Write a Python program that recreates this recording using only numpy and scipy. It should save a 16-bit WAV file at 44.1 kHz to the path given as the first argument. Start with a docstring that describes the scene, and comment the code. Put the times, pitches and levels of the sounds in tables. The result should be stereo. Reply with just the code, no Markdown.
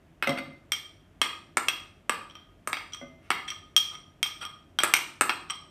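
"""A metal spoon taps and scrapes the inside of a hand-held china bowl in a tiled kitchen.
Each tap sums short damped body modes, longer rim modes and spoon modes; scrapes drive the same modes with gritty noise.
A glass bowl on the table, nudged early on and again midway, rings low as decaying sines.
Hard walls give two early echoes and a diffuse tail of about half a second; shaped noise makes the appliance hum."""
import sys
import numpy as np
from scipy import signal
from scipy.fft import rfft, irfft, next_fast_len
from scipy.io import wavfile
from scipy.ndimage import uniform_filter1d

SR = 44100
rng = np.random.default_rng(int(sys.argv[2]) if len(sys.argv) > 2 else 0)


def waveform_to_disk(signal):
    """Save audio, clipped to [-1, 1], as 16-bit WAV at the path in sys.argv[1]."""
    frames = np.transpose(np.atleast_2d(signal))
    scaled = np.clip(frames, -1, 1) * 32767
    samples = np.round(scaled).astype(np.int16)
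    wavfile.write(sys.argv[1], SR, samples)


N = 251370
T = np.arange(SR // 2) / SR  # time axis of one ring, s

# Spoon taps: t/s, body/dB, rim/dB, spoon/dB (all relative), landing depth (scaled by family), rim ring f/Hz
TAPS = [(0.2251, -20, -41, -39.5, 3, 3120), (0.2929, -29, -25.5, -31.5, 5, 3213),
        (0.7198, -23, -17, -22.5, -5, 3202), (1.2156, -15.5, -15.5, -18, 2, 3240),
        (1.5705, -19.5, -33.5, -16.5, 7, 3299), (1.6841, -16.5, -17, -21, -2.5, 3278),
        (2.0951, -18.5, -26.5, -21, 6, 3190), (2.2985, -50, -43, -69.5, -9.5, 3160),
        (2.3095, -64, -39.5, -64, 3, 3230), (2.353, -45, -34, -52, 4, 3182),
        (2.6741, -31, -43.5, -22, 9.5, 3250), (2.73, -18.5, -31.5, -33, -1, 3310),
        (2.7695, -31, -34, -57, 2.5, 3246), (2.9345, -44, -29.5, -51, -11, 3250),
        (2.9458, -41, -32.5, -39, 0.5, 3240), (3.3038, -15.5, -20.5, -24.5, 3.5, 3240),
        (3.5031, -35.5, -28, -42, -8, 3180), (3.7646, -25.5, -9, -16.5, -7, 3239),
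        (3.952, -45, -36, -58.5, -6.5, 3195), (4.229, -22.5, -14.5, -20, -4.5, 3214),
        (4.2594, -40, -34, -45, 5, 3300), (4.4514, -42, -28, -39, 4.5, 3237),
        (4.7879, -26, -16, -24.5, 3, 3219), (4.8031, -24, -42, -36, 1, 3270),
        (4.8344, -19, -21.5, -12.5, 7.5, 3400), (4.843, -22.5, -45, -27, 6, 3260),
        (4.938, -10.5, -17.5, -11.5, -3.5, 3190), (5.21, -18, -34, -13.5, 8.5, 3235),
        (5.218, -29, -50, -19, 7.5, 3235), (5.2943, -19.5, -26, -33, 2.5, 3250),
        (5.3026, -25.5, -36, -42, 3.5, 3270), (5.4993, -36, -22.5, -55, 0.5, 3195)]
# Modes of china bowl and spoon: family index, relative level/dB, free t60/s, left minus right/dB
CHINA_MODES = [(0, 3, 0.024, -2), (0, 4, 0.02, -7), (1, -2, 0.0083, -16.5), (1, 0.5, 0.022, 4.5),
               (1, 1.5, 0.014, -1.5), (2, 0.5, 0.026, -4.5), (2, 6, 0.019, 5.5), (2, 4, 0.013, -9.5),
               (3, -1.5, 0.084, 0), (3, -4, 0.031, 8.5), (4, -2, 0.041, 7.5), (4, -17.5, 0.1, -5),
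               (5, -2, 0.052, 3.5), (5, -1, 0.014, 3), (6, -17, 0.02, 6), (6, -5.5, 0.043, 0.5),
               (6, -4.5, 0.022, 1), (6, -22, .01, 5), (7, -5, 0.12, 3.5), (8, -5, 0.048, 11.5),
               (8, -7, 0.055, -10), (9, 4, 0.018, 5), (9, 1, 0.017, 1.5), (9, -3.5, 0.027, 3),
               (10, 0, 0.0097, -5.5), (10, 2.5, 0.0042, 12.5)]
# Pitches of those modes: f/Hz (the rim mode is retuned by each tap)
CHINA_MODE_HZ = [300, 680, 1035, 1345, 1625, 2200, 2415, 2720, 3245, 3280, 5692, 5620, 8125, 7970, 12250,
                 13200, 11700, 13900, 1240, 8480, 9300, 3750, 4400, 5050, 6200, 7100]
RIM_MODE = 8  # index of the rim mode
# Mode families 0-10: thud, knock, clack, rim ring, upper ring, spoon ting, top fizz, bowl note, glaze ting, snap, tick
# Part voicing each family: 0 body, 1 rim, 2 spoon
FAMILY_PART = [0, 0, 0, 1, 1, 2, 2, 1, 2, 0, 2]
# Balance of each family: level over its part/dB, gain per unit of landing depth/dB
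FAMILY_BALANCE = [(-11, 1.5), (1, 1.3856), (0, 0), (0.5, 0), (-3, -0.51), (-2.5, 0.28), (-5.5, -0.34),
                  (-6, 0.86), (-5.5, 0), (-7, 0.02), (-3, -0.84)]
# Spoon scrapes: t/s, length/s, level/dB, rim ring drive/dB, bowl note drive/dB, grit level scatter/dB
SCRAPES = [(0.269, 0.02, -29, -4, -13, 8), (0.37, 0.028, -35, -2.5, -14, 4.5),
           (0.52, 0.03, -65, -10, -16, 11.5), (2.919, 0.02, -47, 16, -2.5, 5.5),
           (3.207, 0.11, -61, -8, -10, -1), (3.475, 0.02, -30.5, 13.5, -8.5, 3),
           (3.508, 0.019, -40.5, -1.5, 5.5, 4), (3.903, 0.06, -46.5, 4, 5, 7),
           (4.305, 0.032, -50, 32, 8, 10.5), (4.403, 0.04, -36.5, 5.5, 2, 6),
           (4.432, 0.021, -44, -6.5, -5, 6), (5.489, 0.011, -52, 18, -11, 0),
           (5.497, 0.012, -29.5, 11, 0.5, 5.5)]
# Nudges of the glass bowl: t/s, level/dB, brightness about 500 Hz/(dB per octave)
NUDGES = [(.272, -25.5, 2.5), (.285, -26.5, -4), (.299, -32.5, -5), (.318, -29.5, -1.5), (.385, -38, 3),
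          (3.013, -41, 1), (3.025, -43.5, -3)]
# Glass bowl modes: relative level/dB, t60/s
GLASS_MODES = [(-4.5, 0.087), (-1, 0.13), (-7.5, 0.12), (-1, 0.24), (-7.5, 0.38), (-7, 0.25), (-10, 0.25),
               (-7.5, 0.089), (1, 0.22), (-16, 0.12), (-30.5, .12)]
# Pitches of those modes: f/Hz
GLASS_MODE_HZ = [145, 258, 326, 560, 651, 694, 1190, 1507, 2078, 2105, 2713]
# Room tail bands: f/Hz, t60/s, relative level/dB
ROOM_BANDS = [(151, 0.73, -31.5), (406, 0.5, -36), (1090, 0.48, -35.5), (1900, 0.45, -38),
              (4350, 0.44, -36.5), (7800, 0.43, -41.5), (13200, 0.3, -38)]
# Echoes off table top and wall: left delay/s, level/dB
ECHOES = [(.0035, -15), (0.0121, -14.5)]
# Hum spectrum: f/Hz, relative density/dB
HUM_SPECTRUM = [(20, -25.5), (33, -23.5), (50, 2.5), (64, -14.5), (95, 5), (118, -7.5), (150, 0.5),
                (200, -5.5), (330, -4.5), (480, -15.5), (650, -8), (800, -16.5), (3200, -24), (4000, -33.5),
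                (13500, -40), (14600, -41), (15000, -62.5)]
# Hum stereo: f/Hz, likeness of left and right (0-1)
HUM_LIKENESS = [(60, .85), (130, .93), (290, .92), (630, .1), (1380, .3), (3030, 0), (6630, .5), (14500, 0)]

HUM_MID_RMS_DB, TOP_HZ = -57.5, 15100
WALL_S, PORTS_APART_HZ, TAIL_LOW_HZ = 0.0037, 893, 176.5
EVEN_HZ = 40  # span of the finer spectral smoothing of the tail
GRIP, PAN_DB_PER_DEPTH = 0.77, 0.15  # share of free ring time left by the fingers; deep taps lie further left
FIRM_DB = -29.5  # taps whose loudest part is under this count as soft
SOFT_DB_PER_OCT, SOFT_GRIP = 0.86, 0.012  # lost per dB under firm: treble above the rim ring, share of ring time
SKID_DB, SKID_SCATTER_DB, SKID_DECAY_S, SKID_PER_S = -15.5, 4.5, 0.028, 230  # levels relative to the landing
CRACK_DB, CRACK_DECAY_S = -8.5, 0.0006  # level relative to the body


def amp(db):
    """Decibels to gain."""
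    return 10 ** (np.asarray(db) / 20)


def add(out, s, x):
    """Mix x into out from time s."""
    i = int(s * SR)
    out[:, i:i + x.shape[-1]] += x[..., :N - i]


def tint(x, hz, gain):
    """Weigh the spectrum of x by gains joined on a log-frequency axis."""
    log_hz = np.log(np.fft.rfftfreq(x.shape[-1], 1 / SR) + 1)
    return irfft(rfft(x) * np.interp(log_hz, np.log(hz), gain), x.shape[-1])


def hum():
    """Appliance hum and room tone: shaped noise, its left-right likeness set by frequency."""
    mid, side = rng.standard_normal((2, next_fast_len(N)))
    hz, like = np.transpose(HUM_LIKENESS)
    like = np.clip(like, 0, 1)
    mid = tint(mid, hz, np.sqrt(1 + like))
    side = tint(side, hz, np.sqrt(1 - like))
    hz, db = np.transpose(HUM_SPECTRUM)
    left = tint(mid + side, hz, amp(db))
    right = tint(mid - side, hz, amp(db))
    out = np.array([left, right])[:, :N]
    return amp(HUM_MID_RMS_DB) * out / out.mean(axis=0).std()


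def even(noise, fade):
    """Fade a noise out, levelling its fine spectral ripple to the broader average."""
    width = int(EVEN_HZ * len(fade) / SR)
    faded = rfft(noise * fade)
    power = np.abs(faded) ** 2
    broad = uniform_filter1d(power, size=12 * width) + 1e-12
    fine = uniform_filter1d(power, size=width) + 1e-12
    return irfft(faded * np.sqrt(broad / fine), len(fade)) * (fade > 1e-4)


def kitchen(dry):
    """Two early echoes plus a diffuse tail, held low until the walls answer; the ports share most of its bass."""
    t = np.arange(SR) / SR
    tail = np.zeros((2, len(t)))
    hz = np.transpose(ROOM_BANDS)[0]
    for k, (f, t60, db) in enumerate(ROOM_BANDS):
        mid, side = tint(rng.standard_normal(tail.shape), hz, np.arange(len(hz)) == k)
        side = side * min(f / PORTS_APART_HZ, 1)
        fade = np.exp(-np.log(1000) * t / t60)
        tail += amp(db) * even(np.array([mid + side, mid - side]), fade)
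    tail *= (1 - np.exp(-t / 0.0012)) * np.where(t < WALL_S, .35, 1)
    tail = signal.sosfilt(signal.butter(2, TAIL_LOW_HZ, "high", fs=SR, output="sos"), tail)
    for delay_s, db in ECHOES:
        tail[0, int(delay_s * SR)] += amp(db)
        tail[1, int(delay_s * SR * 1.06)] += amp(db)  # right port hears it slightly later
    return dry + signal.fftconvolve(dry, tail, axes=1)[:, :N]


def ring(hz, db, t60, pan_db):
    """Struck modes as decaying sines; higher ones reach the right port out of step with the left."""
    right_slip = 1.71 * np.minimum(hz / 1400, 1) * rng.standard_normal(len(hz))
    slip_rad = np.array([0 * hz, right_slip])[..., None]
    gain = amp(db + np.array([pan_db, -pan_db]) / 2)[..., None]
    decay = np.exp(-np.log(1000) * T / t60[:, None])
    wave = np.sin(2 * np.pi * hz[:, None] * T + slip_rad) * decay
    # contact builds each mode up over about a cycle
    rise = np.sin(np.pi / 2 * np.minimum(T * hz[:, None] / 1.237, 1)) ** 2
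    return np.sum(gain * wave * rise, axis=1)


def glass():
    """Soft nudges ring the glass bowl and the table under it."""
    out = np.zeros((2, N))
    hz = np.array(GLASS_MODE_HZ) * 1.
    db, t60 = np.transpose(GLASS_MODES)
    for s, level_db, bright_db in NUDGES:
        add(out, s, ring(hz, db + level_db + bright_db * np.log2(hz / 500), t60, 0 * hz))
    return out


def scrapes():
    """The spoon edge stutters over the glaze: gritty noise drives the modes, with the thud held down."""
    out = np.zeros((2, N))
    hz = np.array(CHINA_MODE_HZ) * 1.
    family, db, t60, lean_db = np.transpose(CHINA_MODES)
    family = np.round(family)
    for s, length_s, level_db, rim_db, note_db, grit_db in SCRAPES:
        n = int(length_s * SR)
        noise, scatter = rng.standard_normal((2, len(T)))
        # grit level jumps every 60 samples
        grit = noise * amp(grit_db * np.repeat(scatter, 60)[:len(T)])
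        drive_db = rim_db * np.isin(family, (3, 4, 5)) + note_db * (family == 7)
        drive_db = drive_db - 36.0 * (family == 0) - 6.7 * np.log2(hz / 1000)
        body = ring(hz, db + drive_db, 0.55 * t60, lean_db)
        stroke = grit[:n] * np.hanning(n) ** .5
        sound = signal.fftconvolve(body, stroke[None], axes=1)
        add(out, s, amp(level_db) * sound / sound[:, :n].std())
    return out


def skid():
    """The landing, then a fading run of small uneven contacts as the spoon skids on."""
    t = T[:SR // 8]
    chance, size = rng.random(len(t)), rng.standard_normal(len(t))
    contact = chance < SKID_PER_S / SR
    out = contact * amp(SKID_DB + SKID_SCATTER_DB * size) * np.exp(-t / SKID_DECAY_S)
    out[0] = 1
    return out[None]


def crack(db):
    """First contact of metal and glaze: a brief snap of treble-tilted noise."""
    t = T[:SR // 100]
    return amp(db) * np.diff(rng.standard_normal((2, len(t) + 1))) * np.exp(-t / CRACK_DECAY_S)


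def taps():
    """Body, rim and spoon voice their mode families; depth shifts the balance and the grip damps the ring."""
    out = np.zeros((2, N))
    family, db, t60, lean_db = np.transpose(CHINA_MODES)
    family = np.round(family).astype(int)
    over_db, db_per_depth = np.transpose(FAMILY_BALANCE)
    for s, *part_db, depth, rim_hz in TAPS:
        family_db = np.array(part_db)[FAMILY_PART] + over_db + db_per_depth * depth
        # well-damped modes move with the grip, long-ringing ones nearly stay put
        looseness = np.minimum(0.022 / t60, 1) ** 2
        hz = np.array(CHINA_MODE_HZ) * (1 + 0.051 * looseness * rng.standard_normal(len(db)))
        hz[RIM_MODE] = rim_hz
        soft_db = max(FIRM_DB - max(part_db), 0)
        dull_db = SOFT_DB_PER_OCT * soft_db * np.maximum(np.log2(hz / rim_hz), 0)
        held_t60 = t60 * np.clip(GRIP - SOFT_GRIP * soft_db, .05, 3)
        body = ring(hz, db + family_db[family] - dull_db, held_t60, lean_db + PAN_DB_PER_DEPTH * depth)
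        add(body, 0, crack(part_db[0] + CRACK_DB))
        add(out, s, signal.fftconvolve(body, skid(), axes=1))
    return out


def scene():
    """Spoon and bowls in the kitchen, over hum; the bowls' sound carries no deep bass."""
    bowls = taps() + scrapes() + glass()
    near = signal.sosfilt(signal.butter(3, 110, "high", fs=SR, output="sos"), bowls)
    return kitchen(near) + hum()


def record(dry):
    """The phone clips at full scale, then cuts the top."""
    top_cut = signal.ellip(10, .2, 90, TOP_HZ, fs=SR, output="sos")
    return signal.sosfilt(top_cut, np.clip(dry, -1, 1))


dry = scene()
out = record(dry)
waveform_to_disk(out)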